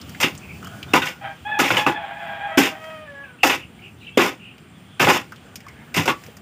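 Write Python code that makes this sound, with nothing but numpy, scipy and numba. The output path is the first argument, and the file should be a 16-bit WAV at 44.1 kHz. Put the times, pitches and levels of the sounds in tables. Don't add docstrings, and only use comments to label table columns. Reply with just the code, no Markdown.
import sys
import numpy as np
from scipy import signal
from scipy.io import wavfile
from scipy.ndimage import uniform_filter1d
from numba import njit

SR = 44100
rng = np.random.default_rng(int(sys.argv[2]) if len(sys.argv) > 2 else 0)


def to_wav(s):
    ch = np.atleast_2d(s).T
    pcm = np.round(np.clip(ch, -1, 1) * 32767)
    wavfile.write(sys.argv[1], SR, pcm.astype(np.int16))


N = 283062

# centre in Hz, width in Hz, gain in dB.
SAND_MODES = [(4990, 870, 2), (7380, 2800, -2.5), (9400, 1130, -5.5), (13400, 5100, -7)]


def shovel():
    # start in seconds, grit level in dB, bite re grit in dB, slide in seconds,
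    # decay rate factor, then boom, thud, rasp and sand re grit in dB.
    strokes = [(0.2, -25, -1, 0.024, 0.95, -6, -12, 3, 1.5),
               (0.227, -21.5, -5, 0.017, 1.1, -7, 0, 5.5, -12),
               (0.934, -15, 12.5, 0.028, 1.06, -10, 0, -3, -11.5),
               (1.017, -29, 3.5, 0.022, 0.93, -14, -23, 3.5, -10),
               (1.055, -29.5, -3, 0.033, 1.1, -22, -13, 3, -5.5),
               (1.588, -15.5, -0.5, .1, 1.18, -12, -3, -2, -11.5),
               (1.702, -20, 5, 0.064, 0.8, -5.5, -6.5, -1.5, -14),
               (1.766, -22.5, 13, 0.028, 1.04, -18, -11, 2.5, -8),
               (1.863, -18, 9, 0.017, 1, -8, -1.5, -5.5, -18.5),
               (2.572, -15.5, 0, .09, 1.05, -13, 1.5, -1.5, -9),
               (3.43, -17, -2, 0.054, 1.04, -24, -5.5, -0.5, -8),
               (3.495, -22.5, 1, 0.035, 0.97, -18, -3, 3.5, -7.5),
               (4.172, -14, 6, .1, 0.98, -18.5, 0, -5, -14),
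               (4.995, -15, -3, 0.051, 0.87, -5.5, -6.5, -3, -11),
               (5.066, -14.5, 1.5, 0.017, 1.3, -15, -1, -6, -19),
               (5.085, -16, 2, .075, 0.96, -20, -4, -2, -10.5),
               (5.941, -30, -2, 0.029, 0.63, -9, -13, 5, -1.5),
               (5.962, -18.5, -8, 0.033, 1.25, 3, 0, 2, -7), (6.055, -23.5, 4.5, .01, 1.5, -3, -3, -9, -4),
               (6.076, -18.5, 10.5, 0.024, 1.32, -5.5, -1, -2.5, -14.5)]
    # centre in Hz, width in Hz, gain in dB.
    blade_modes = [(515, 51, 2), (813, 92, 3), (1010, 99, 3.5), (1255, 250, -1), (1470.5, 58.7, 2.5),
                   (1710, 146, -5.5)]
    boom_modes = [(93, 16.7, -8), (155, 64, -3)]
    thud_modes = [(274.4, 128, 0), (373, 141, -0.5)]
    rasp_modes = [(1933, 374, -0.5), (2160, 453, 1), (2660, 428, -0.5), (3386, 356, -5.5),
                  (3550, 222, -4.5)]
    slide_decay = [116, 150, 133, 60, 60]
    stop_decay = [332, 250, 292, 342, 330]
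    rise_s = [0.0028, 0.013, 0.0052, 0.0021, 0.003]
    bite_colour_db, bite_t60_s = [-2, -10, 1, -3.8, -7.7], 0.035
    power, t = np.zeros((5, N)), np.arange(SR // 2) / SR
    column = lambda v: np.array(v)[:, None]
    for start_s, db, bite_db, slide_s, pace, *parts_db in strokes:
        slid_s = np.minimum(t, slide_s)
        fall_db = pace * (column(slide_decay) * slid_s + column(stop_decay) * (t - slid_s))
        bite = undb(bite_db + column(bite_colour_db)) * 1000. ** (-t / bite_t60_s)
        attack = np.minimum(t / column(rise_s), 1)
        env = attack * undb(db + column([0] + parts_db)) * np.hypot(undb(-fall_db), bite)
        span = power[:, int(start_s * SR):][:, :len(t)]
        span += env[:, :span.shape[1]] ** 2
    judder = undb(0.68 * walk(90) + np.array([1.88 * walk(150) for _ in range(5)]))
    sizes = undb(3.625 * np.minimum(rng.exponential(size=N), 3.5))
    grains = unit(rng.standard_normal((5, N)) * sizes * judder)
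    part_modes = (blade_modes, boom_modes, thud_modes, rasp_modes, SAND_MODES)
    return sum(body(part, modes) for part, modes in zip(np.sqrt(power) * grains, part_modes))


def stones():
    # start in seconds, pitch in Hz, peak in dB, T60 in seconds.
    strikes = [(0.938, 2600, -8.5, 0.027), (0.94, 933, -11.5, 0.19), (.941, 1410, -13, 0.098),
               (1.018, 1474, -22.5, 0.31), (1.02, 3550, -24, 0.083), (1.591, 1286, -17.5, 0.12),
               (1.704, 1437, -7, 0.027), (1.77, 2930, -10.5, 0.058), (1.8649, 1170, -0.5, 0.019),
               (1.8648, 2680, -4.5, 0.014), (2.576, 1536, -14, 0.19), (2.575, 274.7, -5, 0.16),
               (3.433, 2660, -5, 0.055), (3.434, 760, -14, 0.023), (4.174, 500, 0, 0.023),
               (4.998, 1560, -12.5, 0.056), (5.075, 790, -11.5, 0.059), (5.98, 155, -18, 0.099),
               (6.0802, 1010, -1, 0.015), (6.093, 1144, -16.5, 0.18), (5.452, 452, -38.5, 0.036),
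               (6.285, 464, -31.5, 0.04)]
    out, shake = np.zeros(N), walk(150)
    for start_s, hz, db, t60_s in strikes:
        span, env = fading(start_s, t60_s)
        pitch_hz = hz * (1 + 0.025 * shake[span])
        out[span] += undb(db) * env * np.sin(2 * np.pi * np.cumsum(pitch_hz) / SR)
    return out


def pebbles():
    # start in seconds, level in dB, centre in Hz, dust re tick in dB.
    falls = [(0.0132, -37.5, 4860, -5), (0.0928, -40.5, 1430, 3), (.1471, -31.5, 1970, -30),
             (.3504, -40.5, 2920, 0), (0.3766, -36, 6850, -19), (0.6273, -33.5, 1300, -12),
             (0.645, -33.5, 1330, -5), (.6702, -34.5, 1270, -5), (.828, -27.5, 2670, -12.5),
             (2.8404, -38, 1912, -9), (2.9, -37.5, 1900, -27), (4.5795, -44, 2740, -9),
             (5.3207, -30, 1370, -15), (5.3595, -44, 3200, -6), (5.5563, -36, 2660, 6.5),
             (5.604, -41.5, 2380, -5.5), (5.665, -35, 1150, -17), (5.6838, -42.5, 2200, -1.5),
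             (6.2364, -41, 1880, -1), (6.263, -41.5, 2170, -3), (6.3678, -43.5, 1642, 3.5)]
    out, noise = np.zeros(N), rng.standard_normal(N)
    dust = body(rng.standard_normal(N), SAND_MODES)
    for start_s, db, hz, dust_db in falls:
        span, env = fading(start_s, t60_s=0.045)
        tick = unit_band(noise[span], hz, 0.493 * hz)
        out[span] += undb(db) * env * (tick + undb(dust_db) * dust[span])
    return out


def rooster():
    # time in seconds, pitch in Hz,
    # relative level in dB, roughness from 0 to 1.
    upper_syllables = [
        [(1.21, 779, -40, .3), (1.26, 794, -32.5, 0.44), (1.31, 796, -39.5, 0.35), (1.36, 760, -70, 0.54)],
        [(1.45, 820, -34.5, 0.05), (1.48, 855, -23, 0.16), (1.6, 850, -29, 0.23), (1.67, 840, -30, 0.27),
         (1.72, 833, -50, 0.33)],
        [(1.74, 846.5, -49, .1), (1.78, 850, -19, 0.14), (1.88, 850, -29, 0.21), (2.05, 831.4, -35.5, 0.58),
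         (2.15, 829, -38.5, 0.54), (2.25, 830, -37.5, 0.46), (2.45, 804.4, -33.5, 0.42), (2.55, 791, -41, 0.3),
         (2.78, 774, -47, .35)],
    ]
    # time in seconds, pitch in Hz, relative level in dB.
    lower_syllables = [
        [(1.21, 640, -55), (1.24, 640, -38), (1.37, 628, -65)],
        [(1.95, 676, -47), (2.05, 675, -45), (2.17, 669, -51), (2.27, 670, -42), (2.45, 656.3, -50),
         (2.53, 654, -37.5), (2.74, 626, -46), (2.88, 640.2, -37.5), (3.055, 607.6, -47.5), (3.075, 574.5, -43),
         (3.17, 560, -43.5), (3.23, 562, -43), (3.28, 506, -53), (3.36, 477, -53)],
    ]
    # centre in Hz, width in Hz, gain in dB.
    throat_modes = [(640, 216, 4), (850, 510, 1), (1656, 360, 0.5), (2350, 380, -4.5), (3300, 450, -7.5)]
    up_gate, (up_hz, up_db, up_rough) = contours(upper_syllables)
    low_gate, (low_hz, low_db) = contours(lower_syllables)
    low_rough = 0.09 + 0.605 * up_rough * up_gate
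    tuned_below_hz = 590
    tuned = np.clip((tuned_below_hz - low_hz) / 20, 0, 1)
    up_phase, upper = membrane(up_hz, up_rough, db_per_octave=-1.2, partials=4, jitter=0.06)
    low_phase, lower = membrane(low_hz, low_rough, db_per_octave=-2 - 6 * tuned, partials=5,
                                jitter=0.045, third_db=-1 + 16 * tuned)
    lower *= 1 + 0.2 * np.cos(low_phase / 2)
    up_env, low_env = up_gate * undb(up_db), low_gate * undb(low_db)
    coupling = np.cos(low_phase) + 0.63 * np.cos(2 * low_phase)
    beats = 1.06 * np.sqrt(up_env * low_env) * upper * coupling
    breath_env = 3 * up_rough * up_env * (1 + np.cos(up_phase)) + 8 * low_rough * low_env
    breath = breath_env * rng.standard_normal(N)
    voice = 0.22 * body(up_env * upper + 1.64 * low_env * lower + beats + breath, throat_modes)
    return signal.sosfilt(signal.butter(4, [520, 3800], "bandpass", fs=SR, output="sos"), voice)


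def membrane(hz, rough, db_per_octave, partials, jitter, third_db=0):
    wobble = 0.00297 * walk(25) + jitter * rough * (walk(300) + 0.35 * walk(60))
    phase = 2 * np.pi * np.cumsum(hz * (1 + wobble)) / SR
    waver_db = [1.4 * walk(30) for _ in range(partials + 1)]
    pulses = sum(undb(db_per_octave * np.log2(k) + waver_db[k] + third_db * (k == 3)) * np.cos(k * phase)
                 for k in range(1, partials + 1))
    return phase, pulses * undb(7.9 * rough * walk(150))


def far_rooster():
    # start in seconds, length in seconds, pitch in Hz, fall in Hz, relative level in dB.
    calls = [(0.61, 0.39, 690, 0.5, -56.5), (5.402, 0.15, 713, 28, -66), (5.617, .36, 891, 131, -62.5)]
    glides = [[(start_s, hz, db), (start_s + length_s, hz - fall_hz, db)]
              for start_s, length_s, hz, fall_hz, db in calls]
    gate, (hz, db) = contours(glides, ramp_samples=900)
    _, pulses = membrane(hz, rough=0.35, db_per_octave=1.16, partials=2, jitter=0.32)
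    return gate * undb(db) * pulses


def birds():
    # start in seconds, length in seconds, pitch in Hz, glide in Hz, spread in Hz, level in dB.
    chirps = [(0.416, 0.049, 2530, -100, 200, -43), (0.489, 0.035, 2400, -6, 119, -38),
              (.545, 0.017, 2550, 0, 150, -42), (0.638, .044, 2840, 498, 80, -43),
              (.885, 0.026, 3625, 0, 60, -45), (3.233, 0.026, 2630, -100, 199, -44.5),
              (3.282, .034, 2503, -100, 200, -52), (3.384, 0.076, 2778, -3, 200, -44.5),
              (3.591, 0.057, 2810, -200, 200, -40), (3.789, 0.012, 2200, 250, 60, -46),
              (3.819, 0.062, 2720, -50, 218, -41), (3.98, .122, 3694, 0, 200, -56.5),
              (4.009, 0.06, 2790, -6, 200, -44.5), (4.066, 0.025, 2757, -53, 120, -35),
              (4.074, 0.026, 2350, -100, 80, -43.5), (4.102, .038, 2690, 0, 80, -48),
              (4.12, .03, 3050, 400, 50, -50), (4.148, 0.021, 3480, -300, 50, -45.5),
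              (4.395, 0.13, 2750, -4, 200, -43.5), (4.736, 0.048, 3300, 0, 150, -57),
              (4.854, 0.18, 3320, -100, 150, -54.5), (5.679, 0.021, 2156, 2, 80, -44.5),
              (5.795, .03, 2150, 0, 79.7, -50)]
    out, trill_hz = np.zeros(N), 53
    for start_s, length_s, hz, glide_hz, spread_hz, db in chirps:
        t = np.arange(int(length_s * SR)) / SR
        husk = unit(uniform_filter1d(rng.standard_normal(SR // 4), size=110))[:len(t)]
        pitch_hz = hz + glide_hz * t / length_s + spread_hz * husk
        env = np.sin(np.pi * t / length_s) ** 0.27 * (1 + 0.27 * np.sin(2 * np.pi * trill_hz * t))
        out[int(start_s * SR):][:len(t)] += undb(db) * env * np.sin(2 * np.pi * np.cumsum(pitch_hz) / SR)
    return out


def insects():
    pulse_hz, level_db = 11.76, -69
    pulse = np.sin(2 * np.pi * (pulse_hz * np.arange(N) / SR + 0.92))
    gate = np.clip(2.2 * pulse + 0.5, 0, 1)
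    cricket = gate * unit(svf(rng.standard_normal(N), hz=7620., width_hz=90.))
    hiss = unit_band(rng.standard_normal(N), hz=8900, width_hz=1300)
    return undb(level_db) * cricket + undb(level_db + walk(10)) * hiss


def yard():
    # frequency in Hz, relative density in dB.
    drone_bustle_shape = [(24, -49), (40, -80.5), (69, -2.5), (222, -5), (309, -13.5), (635, -18.5),
                          (687, -8), (834, -25), (1410, -15), (1680, -23.5), (2960, -17.5), (4200, -56.5),
                          (5460, -69), (9240, -120)]
    rustle_shape = [(4200, 17), (5300, -3.5), (7000, 7), (10500, -6), (12500, -5.5), (15000, 2)]
    # time in seconds, then drone, bustle and rustle levels in dB.
    levels = [(0, -39.5, -48.5, -54.5), (.89, -38, -47, -53.5), (1.2, -44.5, -50, -58.5),
              (2, -47, -54, -63.5), (2.9, -46.5, -47.5, -58.5), (3.2, -48, -52.5, -67.5),
              (3.65, -44, -53.5, -62), (4.6, -47, -53.5, -66), (5.3, -46, -51.5, -62),
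              (5.9, -44, -51.5, -61), (6.25, -46.5, -49.5, -53.5), (6.42, -48.5, -53, -64)]
    groups, gusts = [0, 0, 0], walk(17)
    for hz in 47 * 2 ** (np.arange(26) / 3):
        group = int(hz > 400) + int(hz > 4200)
        shape_hz, shape_db = np.transpose(rustle_shape if group == 2 else drone_bustle_shape)
        db = np.interp(np.log(hz), np.log(shape_hz), shape_db)
        flicker_db = 1.5 * walk(9) + 2.5 * (hz < 130) * walk(25) + 1.2 * (group == 2) * gusts
        band = unit_band(rng.standard_normal(N), hz, hz / 3) * np.sqrt(hz)
        groups[group] += undb(db + flicker_db) * band
    _, levels_db = contours([levels])
    return sum(undb(db) * unit(noise) for noise, db in zip(groups, levels_db))


def echo(x, wet_db, t60_s):
    t = np.arange(int(t60_s * SR)) / SR
    scatter = svf(rng.standard_normal(len(t)), hz=1680., width_hz=5800.)
    tail = scatter * 1000. ** (-t / t60_s) * (t > 0.006)
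    return x + undb(wet_db) * signal.fftconvolve(x, tail / np.sqrt(np.sum(tail ** 2)))[:N]


def undb(db):
    return 10 ** (np.asarray(db) / 20)


def unit(x):
    return x / np.sqrt(np.mean(x ** 2))


@njit
def svf(x, hz, width_hz):
    y, band, low = np.empty(len(x)), 0., 0.
    g, damping = np.tan(np.pi * hz / SR), width_hz / hz
    for i in range(len(x)):
        v = (band + g * (x[i] - low)) / (1 + g * (g + damping))
        band, low, y[i] = 2 * v - band, low + 2 * g * v, damping * v
    return y


def unit_band(x, hz, width_hz):
    hz, width_hz = float(hz), float(width_hz)
    return unit(svf(svf(x, hz, width_hz), hz, width_hz))


def body(x, modes):
    def ring(drive):
        return sum((-1) ** k * undb(db) * svf(drive, float(hz), float(width_hz))
                   for k, (hz, width_hz, db) in enumerate(modes))
    return ring(x + 1e-18) / np.sqrt(np.sum(ring(signal.unit_impulse(4096)) ** 2))


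def walk(rate_hz):
    hold = int(SR / rate_hz)
    steps = np.repeat(rng.standard_normal(N // hold + 1), hold)
    return unit(uniform_filter1d(uniform_filter1d(steps, hold), hold)[:N])


def contours(tables, ramp_samples=200):
    t, rows = np.arange(N) / SR, np.concatenate(tables)
    gate = sum((t >= table[0][0]) & (t < table[-1][0]) for table in tables)
    columns = [np.interp(t, rows[:, 0], column) for column in rows.T[1:]]
    return uniform_filter1d(1. * gate, ramp_samples), columns


def fading(start_s, t60_s):
    i = int(start_s * SR)
    t = np.arange(min(int(t60_s * SR), N - i)) / SR
    return slice(i, i + len(t)), 1000. ** (-t / t60_s) * np.minimum(t / 0.00095, 1)


def scene():
    yard_t60_s = 0.19
    near = echo(shovel() + stones() + pebbles(), wet_db=-15.5, t60_s=0.64 * yard_t60_s)
    middle = echo(rooster() + birds(), wet_db=-7.5, t60_s=yard_t60_s)
    far = echo(far_rooster(), wet_db=1.0, t60_s=yard_t60_s)
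    return (near + middle + far + insects() + yard())[None]


def record(dry):
    bass_hz, port_hz, top_hz = 78, 7950., 15450
    heard = signal.sosfilt(signal.butter(2, bass_hz, "highpass", fs=SR, output="sos"), dry)
    heard -= 0.76 * np.array([svf(c, port_hz, width_hz=490.) for c in heard])
    clipped = np.clip(heard, -0.98, 0.98)
    return signal.sosfilt(signal.ellip(10, 0.2, 70, top_hz, fs=SR, output="sos"), clipped)


dry = scene()
out = record(dry)
to_wav(out)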